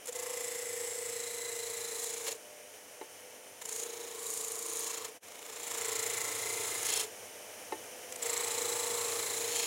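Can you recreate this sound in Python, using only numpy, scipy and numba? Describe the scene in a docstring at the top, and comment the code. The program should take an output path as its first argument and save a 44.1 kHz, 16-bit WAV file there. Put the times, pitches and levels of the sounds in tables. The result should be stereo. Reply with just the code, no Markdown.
"""Sanding a wooden handle

A wooden handle is pressed four times against a disc sander in a small workshop. Every turn drags the
same grit across the wood, and the disc's slight wobble makes the hiss and the table's ring throb.
In each pass the piece touches, settles, rolls onto its edge and lifts; light contact throbs the most.
The motor hums, the disc fans the air, and between passes the piece is twice set on the steel table."""
import sys
import numpy as np
from scipy import signal
from scipy.fft import rfft, irfft, next_fast_len
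from scipy.io import wavfile
from scipy.ndimage import uniform_filter1d
from numba import njit

SR = 44100
rng = np.random.default_rng(int(sys.argv[2]) if len(sys.argv) > 2 else 0)


def wav_out(sig):
    """Save sig, one row per channel (or a flat mono array), as 16-bit PCM at SR to the path in sys.argv[1]."""
    wavfile.write(sys.argv[1], SR, np.round(np.clip(np.atleast_2d(sig).T, -1, 1) * 32767).astype(np.int16))


N = 426006
TIME = np.arange(N) / SR
PADDED = next_fast_len(N + 4096)
BINS_HZ = np.maximum(np.arange(PADDED // 2 + 1) * SR / PADDED, 1)
TURNS_PER_S = 27.78
LEFT_LAG_S = 0.00031  # sound reaches the left ear this much later

# How the wood's sound is shared between the ears: (frequency [Hz], left minus right [dB])
WOOD_PAN = [(60, -37), (110, 10), (200, -1), (380, 0), (700, -2), (1290, -5), (2380, -5.5), (4400, -6.5),
            (8120, -11.5), (15000, -18.5)]


def from_db(db):
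    """Turn decibels into a gain to multiply by."""
    return 10 ** (np.asarray(db) / 20)


def unit_power(x):
    """Scale a signal so that its average power is 1."""
    return x / np.sqrt(np.mean(x ** 2) + 1e-20)


def ramp(start, length):
    """Rise from 0 to 1 over `length` seconds."""
    return np.clip((TIME - start) / np.maximum(length, 1 / SR), 0, 1)


def bell(x, centre, half_width):
    """A smooth swell of height 1."""
    return np.exp(-((x - centre) / half_width) ** 2)


def fade_in_out(start, end, fade_s=0.2):
    """Fade in around `start` and out around `end`."""
    return ramp(start - fade_s / 2, fade_s) * (1 - ramp(end - fade_s / 2, fade_s))


def drift(rate):
    """A random wander of typical size 1 that changes course `rate` times a second."""
    knots = rng.standard_normal(int(N / SR * rate) + 3)
    return unit_power(np.interp(TIME * rate, np.arange(len(knots)), knots))


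def over_hz(points):
    """Join (frequency, value) points into a curve over all frequencies."""
    hz, value = np.transpose(points)
    return np.interp(np.log(BINS_HZ), np.log(hz), value)


def resonance(hz, width_hz):
    """The response of a mode, a pitch at which an object likes to ring; squaring it narrows it."""
    return 1 / (1 + 1j * (BINS_HZ ** 2 - hz ** 2) / (BINS_HZ * width_hz))


def both_ears(x):
    """A low sound reaches the left ear a little later."""
    return np.array([np.interp(TIME - LEFT_LAG_S, TIME, x), x])


def radiate(pair, response, pan):
    """Filter a direct and a scattered signal into stereo; the average of the ears has power 1."""
    # How alike the two ears are: (frequency [Hz], likeness [-1 to 1])
    likeness = [(60, 0.77), (450, 0.62), (1100, 0.92), (2000, 0.11), (4000, .5), (8000, -0.1), (15000, 0.2)]
    direct, scattered = rfft(pair, PADDED) * response
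    alike = over_hz(likeness)
    delay = np.exp(-2j * np.pi * BINS_HZ * LEFT_LAG_S)
    left = (alike * delay * direct + np.sqrt(1 - alike ** 2) * scattered) * from_db(over_hz(pan))
    out = irfft(np.array([left, direct]), PADDED)[:, :N]
    return out / np.std(out.mean(axis=0))


def reflections(ripple_db=2.0, spacing_hz=110.5):
    """Close echoes off the table and guard boost some frequencies and weaken others."""
    knots = rng.standard_normal(int(SR / 2 / spacing_hz) + 2)
    ripple = np.interp(BINS_HZ / spacing_hz, np.arange(len(knots)), knots)
    return from_db(ripple_db * np.minimum(BINS_HZ / 3000, 1) * ripple)


def fanned_air():
    """The disc fans the air: a steady rush, coloured by the machine's housing."""
    # The rush of air: (frequency [Hz], level [dB])
    rush = [(40, -36), (90, -15.5), (165, -20), (260, -9), (360, -11.5), (450, -1.5), (700, -4),
            (1000, -7.5), (1450, -6.5), (2260, -7.5), (4680, -12.5), (6020, -7), (9690, -15),
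            (16000, -19.5)]
    # Resonances of the housing: (frequency [Hz], width [Hz], boost [dB])
    housing = [(2300, 170, 1.5), (3025, 160, 5.5), (3780, 1340, -5.5), (5870, 2000, 0.5), (8500, 400, -5),
               (9470, 1450, 9.5), (11100, 900, -1), (12400, 1900, 5.5), (15400, 760, 1)]
    # How the rush is shared between the ears: (frequency [Hz], left minus right [dB])
    air_pan = [(60, -9), (110, 1.5), (200, -4), (380, 2.5), (700, -4), (1290, -2.5), (2380, -2), (4400, -1),
               (8120, -8), (15000, -8.5)]
    housing_db = sum(db * 0.5 ** ((2 * (BINS_HZ - hz) / width) ** 2) for hz, width, db in housing)
    air = radiate(rng.standard_normal((2, N)), from_db(over_hz(rush) + housing_db), air_pan)
    return from_db(-53) * air * from_db(0.38 * drift(25))


def mains_hum(running, load, hum_hz=99.9):
    """Mains current makes the motor hum in a stack of wavering tones that grow under load."""
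    # Tones of the hum: (multiple of hum_hz, idle level [dB], level relative to the load [dB])
    tones = [(1, -81.5, -6), (2, -79, -45), (3, -78.5, -8), (4, -83, -14), (5, -64.5, -18), (6, -66.5, -17),
             (7, -66.5, -2), (8, -73.5, -18), (9, -72, -16)]
    # Single tones swell now and then: (multiple of hum_hz, time [s], half length [s], boost [dB])
    swells = [(6, 2.57, 0.2, 10.5), (6, 2.97, 0.13, 6), (6, 7.39, 0.07, 6), (5, 3.27, 0.06, 9.5),
              (5, 8.04, 0.23, 8.5)]
    hum = 0
    for multiple, idle_db, load_db in tones:
        swell_db = sum(db * bell(TIME, at, length) for k, at, length, db in swells if k == multiple)
        gain = from_db(idle_db + swell_db) * running + from_db(load_db) * load
        waver = from_db(2.0 * drift(7))
        hum += gain * waver * np.sin(2 * np.pi * multiple * hum_hz * TIME + 0.35 * drift(5.5))
    return hum


def motor(turns, hand):
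    """The running machine: its hum, the fanned air, and a shaft that shakes under load."""
    # Loudness of the idle hum and the air: (time [s], level [dB])
    loudness = [(0, 1), (5.15, 1), (5.25, 0.5), (7.2, 4.5), (9.66, 7)]
    # Tones of the shaking shaft: (multiple of the turn rate, level relative to the load [dB])
    shaft_tones = [(2, -21), (3, -8), (4, -0.5), (5, -9)]
    running = from_db(np.interp(TIME, *np.transpose(loudness)))
    load = pressing(hand, hand["load"], rise_db=38, lean_db=5, edge_share=0.3)
    hum = mains_hum(running, load)
    shake = sum(from_db(db) * np.sin(2 * np.pi * (k * turns + rng.random())) for k, db in shaft_tones)
    return hum + load * shake + running * fanned_air()


def knocks():
    """Wood meets the steel table: a short crack and dying tones; the small piece gives little bass."""
    # The piece is set down: (time [s], level [dB])
    set_downs = [(3.013, -34.5), (7.7224, -27)]
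    # What a knock rings with: (frequency [Hz], level [dB], time to fall by 60 dB [s])
    modes = [(120, -22, 0.09), (315, -14, 0.17), (378, -7, 0.11), (452, -7.5, 0.09), (580, -9, 0.059),
             (735, -9, 0.068), (874, -4.5, 0.1), (1076, -13, 0.075), (1300, -18, 0.045), (1820, -13, 0.096),
             (2080, -12, 0.057), (2800, -21, 0.081), (3920, -18, 0.049)]
    out = np.zeros((2, N))
    age = np.arange(SR // 2) / SR
    attack = 1 - np.exp(-age / 0.0003)
    crack_band = signal.butter(2, [300, 2600], "band", fs=SR, output="sos")
    for at, db in set_downs:
        ring = 0
        for hz, mode_db, decay_s in modes:
            phase = 2 * np.pi * (hz * age + rng.random())
            ear_shift = rng.normal(0, 1, (2, 1)) * hz / 1500
            ring += from_db(mode_db - 60 * age / decay_s) * np.sin(phase + ear_shift)
        noise = signal.sosfilt(crack_band, rng.standard_normal((2, len(age))))
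        crack = noise * from_db(-1 - 60 * age / 0.039)
        start = int(at * SR)
        out[:, start:start + len(age)] += from_db(db) * attack * (ring + crack)
    return signal.sosfilt(signal.butter(2, 240, "high", fs=SR, output="sos"), out)


def bumps(half_length_s=0.01):
    """A lone push on the table gives a pitched bump as the piece touches or leaves the disc."""
    # Pushes against the table: (time [s], peak level [dB], pitch [Hz])
    pushes = [(0.096, -34.5, 488), (2.288, -39, 552), (2.361, -52, 455), (7.052, -41, 442),
              (7.088, -48, 450)]
    return both_ears(sum(from_db(db) * bell(TIME, at, half_length_s)
                         * np.sin(2 * np.pi * hz * (TIME - at)) for at, db, hz in pushes))


def ticks(decay_s=0.0013):
    """A grain that sticks out flicks the wood once a turn with a thin, high ping."""
    # Runs of ticks: (start [s], level [dB], number of turns, change per turn [dB])
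    runs = [(4.268, -31, 1, 0), (4.3033, -29, 7, -0.8), (4.591, -34.5, 6, 0.3), (4.685, -37, 4, 2)]
    # What a tick rings with: (frequency [Hz], width [Hz], level [dB])
    modes = [(3950, 300, -10), (7250, 900, -1), (8400, 610, -4), (9360, 430, 5), (11500, 3200, -10)]
    force = np.zeros(N)
    for start, db, count, change_db in runs:
        for turn in range(count):
            away_s = np.abs(TIME - start - turn / TURNS_PER_S)
            force += from_db(db + change_db * turn) * np.exp(-np.minimum(away_s / decay_s, 20))
    ping = sum(from_db(db) * resonance(hz, width) ** 2 for hz, width, db in modes)
    return np.std(force) * radiate(force * rng.standard_normal((2, N)), ping, WOOD_PAN)


def catches():
    """An edge digs into the grit: short swells of force on the wood's surface and on its body."""
    # Catches, repeated one turn apart: (time [s], level [dB], half length [s], number of turns,
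    # change per turn [dB], body relative to surface [dB])
    digs = [(0.06, -41, 0.0036, 1, 0, -12), (0.073, -37, .002, 1, 0, -12), (0.088, -38.5, 0.01, 1, 0, -7),
            (0.129, -39.5, 0.005, 1, 0, -11), (2.044, -32.5, 0.0026, 1, -0.5, -13.5),
            (2.106, -44, .007, 3, -2.5, -12.5), (2.278, -40.5, 0.017, 1, 0, -0.5),
            (2.322, -47, 0.0077, 1, -0.5, -1), (3.621, -46, 0.0076, 1, 0, -1.5),
            (3.657, -37.5, 0.0035, 6, -0.5, -10.5), (4.871, -39.5, 0.0083, 4, -0.5, -6.5),
            (5.051, -41.5, .007, 1, 1, -3.5), (5.285, -49, 0.0018, 7, 0.5, -0.5),
            (5.681, -42, 0.0037, 2, 5, -7), (5.887, -37, .0033, 6, 0.2, -16),
            (6.832, -33.5, 0.0032, 5, 1.0, -14), (6.857, -36.5, 0.0073, 5, .5, -7.5),
            (7.013, -38, 0.0037, 1, 0, -7), (8.125, -39.5, .0036, 2, -1, -8),
            (8.229, -37.5, 0.0083, 1, 0, -9), (9.563, -35.5, 0.0092, 3, -1.5, -6)]
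    surface, body = np.zeros((2, N))
    for start, db, length, count, change_db, body_db in digs:
        for turn in range(count):
            at = start + turn / TURNS_PER_S
            near = slice(*np.searchsorted(TIME, [at - 2 * length, at + 2 * length]))
            swell = from_db(db + change_db * turn) * np.exp(-np.abs((TIME[near] - at) / length) ** 3)
            surface[near] += swell
            body[near] += from_db(body_db) * swell
    return surface, body


def handling(easing_s=0.15):
    """How the hand holds the wood against the disc at every moment, as a set of named curves."""
    # The four passes: (touches [s], fully seated [s], rolls onto its edge [s], lifts [s],
    # settling time [s], hiss [dB], rasp [dB], table ring [dB], motor load [dB],
    # throb before each layer scales it [dB], bite of the edge [dB], ring pitch [Hz], its fall [Hz/s],
    # disc's high spot [turns], ring's spot [turns], ring's early swell [dB], loose grip [0 to 1])
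    passes = np.array([(0.12, 0.147, 2.25, 2.358, 0.12, -43, -49.5, -43, -75.5, 3.5, 1.5, 488, 12.5, 0.39, 0.63, -4.5, 0.03),
                       (3.59, 3.71, 4.63, 5.11, 0.22, -51.5, -51, -47.3, -88, 4.5, 2, 461, 5, 0.29, 0.4276, -5, 0.07),
                       (5.198, 5.807, 6.83, 7.065, 0.55, -39.5, -43, -46.5, -66.5, 2.5, 1.5, 457, 7.7, 0.55, 0.69, -4, 0.3),
                       (8.178, 8.247, 9.43, 9.83, 0.4, -39.5, -42.5, -41.5, -69.5, 3, -1, 477.3, 10.3, 0.5, 0.63, -2.5, 0.11)])
    columns = ("touch seated roll lift settling hiss rasp ring load throb edge "
               "ring_hz sag high_spot ring_spot early loose").split()
    current = np.maximum(np.searchsorted(passes[:, 0], TIME) - 1, 0)
    hand = dict(zip(columns, passes.T[:, current]))
    since_seated = np.maximum(TIME - hand["seated"], 0)
    until_lift = np.maximum(hand["lift"] - TIME, 0)
    progress = ramp(hand["seated"], hand["lift"] - hand["seated"])
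    roll_progress = ramp(hand["roll"], hand["lift"] - hand["roll"])
    hand["lean"] = np.sin(np.pi * progress)
    hand["rolled"] = np.sqrt(np.abs(np.sin(np.pi * roll_progress)))
    # Contact is light at both ends of a pass: the throb is deeper and comes later in the turn.
    light = np.maximum(bell(since_seated, 0, hand["settling"]), np.exp(-until_lift / easing_s))
    hand["throb"] += 3.5 * light - 1.4 * progress  # it evens out as the hand keeps leaning
    hand["high_spot"] += 0.1 * light
    hand["ring_spot"] += 0.037 * light
    hand["ring_hz"] -= hand["sag"] * since_seated
    hand["ring"] -= 3.5 * progress  # the ring fades as the contact slides along the piece
    hand["surface_catch"], hand["body_catch"] = catches()
    return hand


def pressing(hand, level_db, rise_db, lean_db, edge_share):
    """A layer's gain in a pass: it rises until seated, follows lean and edge, and dies at the lift."""
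    touch_s, release_s = 0.0081, 0.018
    let_go_s, let_go_db = 0.039, 11.5  # the hand lets go just before the lift
    seating = ramp(hand["touch"], hand["seated"] - hand["touch"])
    touching = ramp(hand["touch"], touch_s) * np.exp(-np.maximum(TIME - hand["lift"], 0) / release_s)
    edge_db = hand["edge"] * hand["rolled"] - let_go_db * ramp(hand["lift"] - let_go_s, let_go_s)
    press_db = level_db - rise_db * (1 - seating) + lean_db * hand["lean"]
    return touching * from_db(press_db + edge_share * edge_db)


def throb(turns, high_spot, depth_db):
    """The wobbling disc presses harder for half of each turn; the average power stays 1."""
    gain = from_db(depth_db * np.tanh(1.07 * np.cos(2 * np.pi * (turns - high_spot))))
    return gain / np.sqrt(uniform_filter1d(gain ** 2, int(SR / TURNS_PER_S)))


def disc_track(turns, keep, smoothing=1):
    """A random pattern round the disc; as the wood moves, the share `keep` carries to the next turn."""
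    places = int(SR / TURNS_PER_S)
    fresh = rng.standard_normal((int(turns[-1]) + 42, places))
    pattern = signal.lfilter([1], [1, -keep], fresh, axis=0)[40:]  # 40 turns to settle
    track = uniform_filter1d(pattern.ravel(), smoothing)
    return unit_power(track[(turns * places).astype(int)])


def grit(turns, keep, coarse_db):
    """Two signals of dense scratches, bunched where coarser grains sit on the disc."""
    grains = from_db(coarse_db * np.clip(disc_track(turns, keep=0.82, smoothing=44), -2.5, 2.5))
    return np.array([unit_power(disc_track(turns, keep) * grains) for _ in range(2)])


def table_ring(turns, hand):
    """Each turn bows the piece against the table: a low note swells, peaks and breaks off."""
    main_at, early_at = 0.58, 0.23  # places of the two swells [turns]
    place = (turns - hand["ring_spot"] + main_at) % 1
    early = from_db(hand["early"] + 2.0 * drift(25)) * bell(place, early_at, half_width=0.18)
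    burst = np.sqrt(np.sin(np.pi * place)) * (bell(place, main_at, half_width=0.3) + early)
    phase = 2 * np.pi * hand["ring_hz"] * place / TURNS_PER_S
    tone = np.sin(phase + 0.47 * drift(14) + 0.22 * drift(90))
    clean = both_ears(unit_power(burst * tone * from_db(drift(12))))
    # A looser grip makes the ring rattle.
    rattle = radiate(grit(turns, keep=0.8, coarse_db=4.0), resonance(450, 136) ** 2, WOOD_PAN)
    rattle *= throb(turns, hand["ring_spot"], depth_db=2.0)
    gain = pressing(hand, hand["ring"], rise_db=20, lean_db=1.7, edge_share=-0.075)
    return gain * (np.sqrt(1 - hand["loose"]) * clean + np.sqrt(hand["loose"]) * rattle)


def wood_modes(scratches, modes):
    """Each mode of the wood swells while the contact lies where it can stir it."""
    # When each mode sounds: (mode name, start [s], end [s], level [dB])
    spells = [("hollow", 0.088, 0.39, -7), ("knocking", 0.11, 0.42, -6.5), ("woody", 0.1, 2.08, -5),
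              ("thin", 0.1, 0.9, -13), ("keen", 0.25, 1.3, -16), ("whistling", 3.55, 4.9, -10),
              ("growling", 3.74, 5.1, -12), ("knocking", 4.12, 5.15, -4.5), ("knocking", 5.35, 6.9, -12.5),
              ("nasal", 5.65, 6.9, -12.5), ("woody", 5.7, 6.9, -9.5), ("whistling", 6.4, 7.8, -9.5),
              ("hollow", 8.25, 9.0, -10.5), ("knocking", 8.3, 9.3, -7), ("sizzling", 8.9, 9.7, -11)]
    out = 0
    for name, (hz, width) in modes.items():
        gain = sum(from_db(db) * fade_in_out(start, end)
                   for mode, start, end, db in spells if mode == name)
        waver = from_db(0.5 * drift(9.7))
        out += gain * waver * radiate(scratches, resonance(hz, width) ** 1.5, WOOD_PAN)
    return out


def bending(turns):
    """Once a turn the disc bows the piece, and its two bending modes answer with short, raspy notes."""
    # Bending notes: (pitch [Hz], start [s], end [s], level relative to the rasp [dB],
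    # spot on the disc [turns], half width [turns], roughness [radians])
    notes = [(2036, 0.1, 1.85, -6, 0.48, 0.47, 0.57), (4025, 1.08, 2.164, -2.5, 0.43, 0.5, 1.5),
             (3930, 3.6, 5.1, -10.5, 0.57, 0.22, 1.6), (2043, 5.8, 6.3, -6.5, 0.65, 0.3, 0.6),
             (2067, 6.3, 6.88, -4.5, 0.765, 0.3, 0.5), (4060, 5.87, 6.3, -9, 0.54, 0.15, 1.3),
             (4060, 6.3, 6.85, -9, 0.77, 0.2, 1.4), (2055, 8.2, 9.5, -10.5, 0.45, 0.16, 0.85),
             (4030, 8.32, 9.5, -4.5, 0.41, 0.18, 1.1)]
    jitter = np.array([drift(380), drift(380)])
    sway = np.array([2 * drift(16), 0.7 * drift(5)])
    out = np.zeros((2, N))
    for hz, start, end, db, spot, width, roughness in notes:
        gain = fade_in_out(start, end)
        on = gain > 0
        place = (turns[on] - spot + 0.5) % 1
        pulse = unit_power(bell(place, 0.49, width) * np.sqrt(np.sin(np.pi * place)))
        phase = 2 * np.pi * hz * place / TURNS_PER_S + sway[:, on] + roughness * jitter[:, on]
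        out[:, on] += from_db(db) * gain[on] * pulse * np.sqrt(2) * np.sin(phase)
    return np.std(out) * radiate(out, 1, WOOD_PAN) * from_db(1.2 * drift(20))


def rasping(turns, hand):
    """Grit tears the wood's fibres and shakes the whole piece."""
    # Tone colour of the rasp: (frequency [Hz], level [dB])
    colour = [(60, -40), (150, -24), (240, -27.5), (320, -2.5), (560, -6), (660, -3), (900, 4.5),
              (1120, 4.5), (1300, 4.5), (1550, -1), (1780, 3), (2320, 3), (2620, -3), (3050, -1),
              (3700, -1), (4300, 1), (4650, -9), (5100, -1.5), (6500, -7.5)]
    # Modes stirred when the edge bites: (frequency [Hz], width [Hz], level [dB])
    edge_modes = [(2705, 290, -0.5), (3180, 240, 0.5), (4250, 880, -1), (5290, 140, 3)]
    # Low modes of the piece, by name: (frequency [Hz], width [Hz])
    body_modes = {"growling": (344, 55), "hollow": (917, 56), "knocking": (1088, 205), "nasal": (1320, 100),
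                  "woody": (1920, 520)}
    gain = pressing(hand, hand["rasp"], rise_db=19.5, lean_db=-1.2, edge_share=0.91)
    wobble = throb(turns, hand["high_spot"] + 0.033, 0.36 * hand["throb"])
    force = np.hypot(gain * wobble, hand["body_catch"])  # hypot adds the two as powers
    tearing = grit(turns, keep=0.65, coarse_db=2.0)
    body = from_db(1.0) * radiate(tearing, from_db(over_hz(colour)) * reflections(), WOOD_PAN)
    scratches = grit(turns, keep=0.61, coarse_db=1.5)
    edge_response = sum(from_db(db) * resonance(hz, width) ** 2 for hz, width, db in edge_modes)
    # The edge sounds when the piece is rolled, and more so in the harder passes.
    rolled_boost_db = 17 + 0.55 * (hand["rasp"] - hand["rasp"].max())
    edge_gain = from_db(-15.5 + rolled_boost_db * hand["rolled"])
    edge = edge_gain * radiate(scratches, edge_response, WOOD_PAN)
    chatter = throb(turns, hand["ring_spot"] - 0.08, depth_db=2.0) * wood_modes(scratches, body_modes)
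    return force * (body + edge) + gain * (chatter + bending(turns))


def scraping_force(turns, hand):
    """The two forces behind the hiss: the throbbing press, and brushes of the wood's broad face."""
    # The broad face comes to lie on the disc: (time [s], level [dB], half length [s])
    brushes = [(2.022, -43.5, 0.098), (3.76, -44, 0.098), (4.317, -42, 0.14), (4.554, -45.5, 0.17),
               (4.818, -43.5, 0.12), (5.67, -52.5, 0.12)]
    ridge_spot = 0.53  # where a ridge of coarse grit flicks the wood [turns]
    flick = bell((turns - ridge_spot + 0.5) % 1, 0.52, half_width=0.083)
    press = pressing(hand, hand["hiss"], rise_db=27.5, lean_db=0.1, edge_share=1)
    press *= np.hypot(throb(turns, hand["high_spot"], 1.11 * hand["throb"]), from_db(-9) * flick)
    brush = sum(from_db(db) * bell(TIME, at, length) for at, db, length in brushes)
    brush *= np.hypot(throb(turns, ridge_spot, depth_db=1.4), from_db(4) * flick)
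    return np.hypot(press, hand["surface_catch"]), brush


@njit
def gliding_mode(x, angle, radius):
    """A resonance whose pitch follows `angle` (radians per sample); a radius near 1 rings longer."""
    y = np.zeros(len(x))
    for i in range(2, len(x)):
        y[i] = x[i] - x[i - 2] + 2 * radius * np.cos(angle[i]) * y[i - 1] - radius * radius * y[i - 2]
    return y


def hiss_peak(scratches, width_hz=570, waver_hz=80):
    """A narrow band of the hiss glides and swells as the grip changes."""
    # Path of the peak: (time [s], frequency [Hz], level [dB])
    path = [(0.15, 7350, -5), (0.8, 7660, 0), (1.2, 7720, -0.5), (1.7, 7300, -2.5), (2.1, 7060, -4),
            (3.65, 7250, -1.5), (3.95, 6680, -0.5), (4.25, 7200, -3), (4.8, 6770, 0), (5.6, 7280, -1),
            (6.2, 7150, -4), (6.9, 6870, -4.5), (8.2, 7600, -1.5), (8.85, 7460, 0.5), (9.3, 7350, -3),
            (9.55, 6900, 0)]
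    times, hz, db = np.transpose(path)
    angle = 2 * np.pi * (np.interp(TIME, times, hz) + waver_hz * drift(14)) / SR
    radius = np.exp(-np.pi * width_hz / SR)
    singing = np.array([gliding_mode(row, angle, radius) for row in scratches])
    return from_db(np.interp(TIME, times, db)) * radiate(singing, 1, WOOD_PAN)


def hissing(turns, hand):
    """The finest scratches make a bright hiss with a gliding peak and thin, high tones."""
    # Tone colour of the hiss under the press: (frequency [Hz], level [dB])
    press_colour = [(3500, -23), (4700, -5.5), (5300, -4), (5700, -7.5), (6500, -0.5), (8000, 2),
                    (8600, 0.5), (10000, 0.5), (10700, 0.5), (11300, -3.5), (13500, -8.5), (16000, -18)]
    # Tone colour of the broad face's hiss: (frequency [Hz], level [dB])
    face_colour = [(3500, -23), (4500, -2), (5600, -8), (6400, 0.5), (8000, 2.5), (9400, 4), (11000, -3),
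                   (13500, -5), (16000, -17)]
    # High modes of the piece, by name: (frequency [Hz], width [Hz])
    high_modes = {"keen": (5420, 300), "whistling": (9300, 260), "sizzling": (10700, 380),
                  "thin": (11100, 260)}
    fine = grit(turns, keep=0.25, coarse_db=2.5)
    hiss = from_db(-2.5) * radiate(fine, from_db(over_hz(press_colour)) * reflections(), WOOD_PAN)
    scratches = grit(turns, keep=0.44, coarse_db=3.5)
    peak = hiss_peak(scratches)
    face_grit = grit(turns, keep=0.23, coarse_db=2.5)
    face = from_db(-2.0) * radiate(face_grit, from_db(over_hz(face_colour)), WOOD_PAN)
    ringing = peak + wood_modes(scratches, high_modes)
    press, brush = scraping_force(turns, hand)
    return press * hiss + brush * face + np.hypot(press, brush) * ringing


def scene():
    """The turning disc and the pressing hand drive the sanding and the motor; knocks fall between."""
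    turns, hand = TURNS_PER_S * TIME, handling()
    wood = rasping(turns, hand) + hissing(turns, hand) + table_ring(turns, hand) + ticks() + bumps()
    return wood + motor(turns, hand) + knocks()


def record(dry):
    """The level dips briefly once, and the highest treble is cut steeply."""
    dip_at_s, dip_half_s, dip_db = 5.202, 0.031, -29
    cutoff_hz = 15850
    dip = from_db(dip_db * np.maximum(1 - np.abs(TIME - dip_at_s) / dip_half_s, 0))
    treble_cut = signal.ellip(12, 0.1, 80, cutoff_hz, fs=SR, output="sos")
    return signal.sosfilt(treble_cut, dry * dip)


dry = scene()
out = record(dry)
wav_out(out)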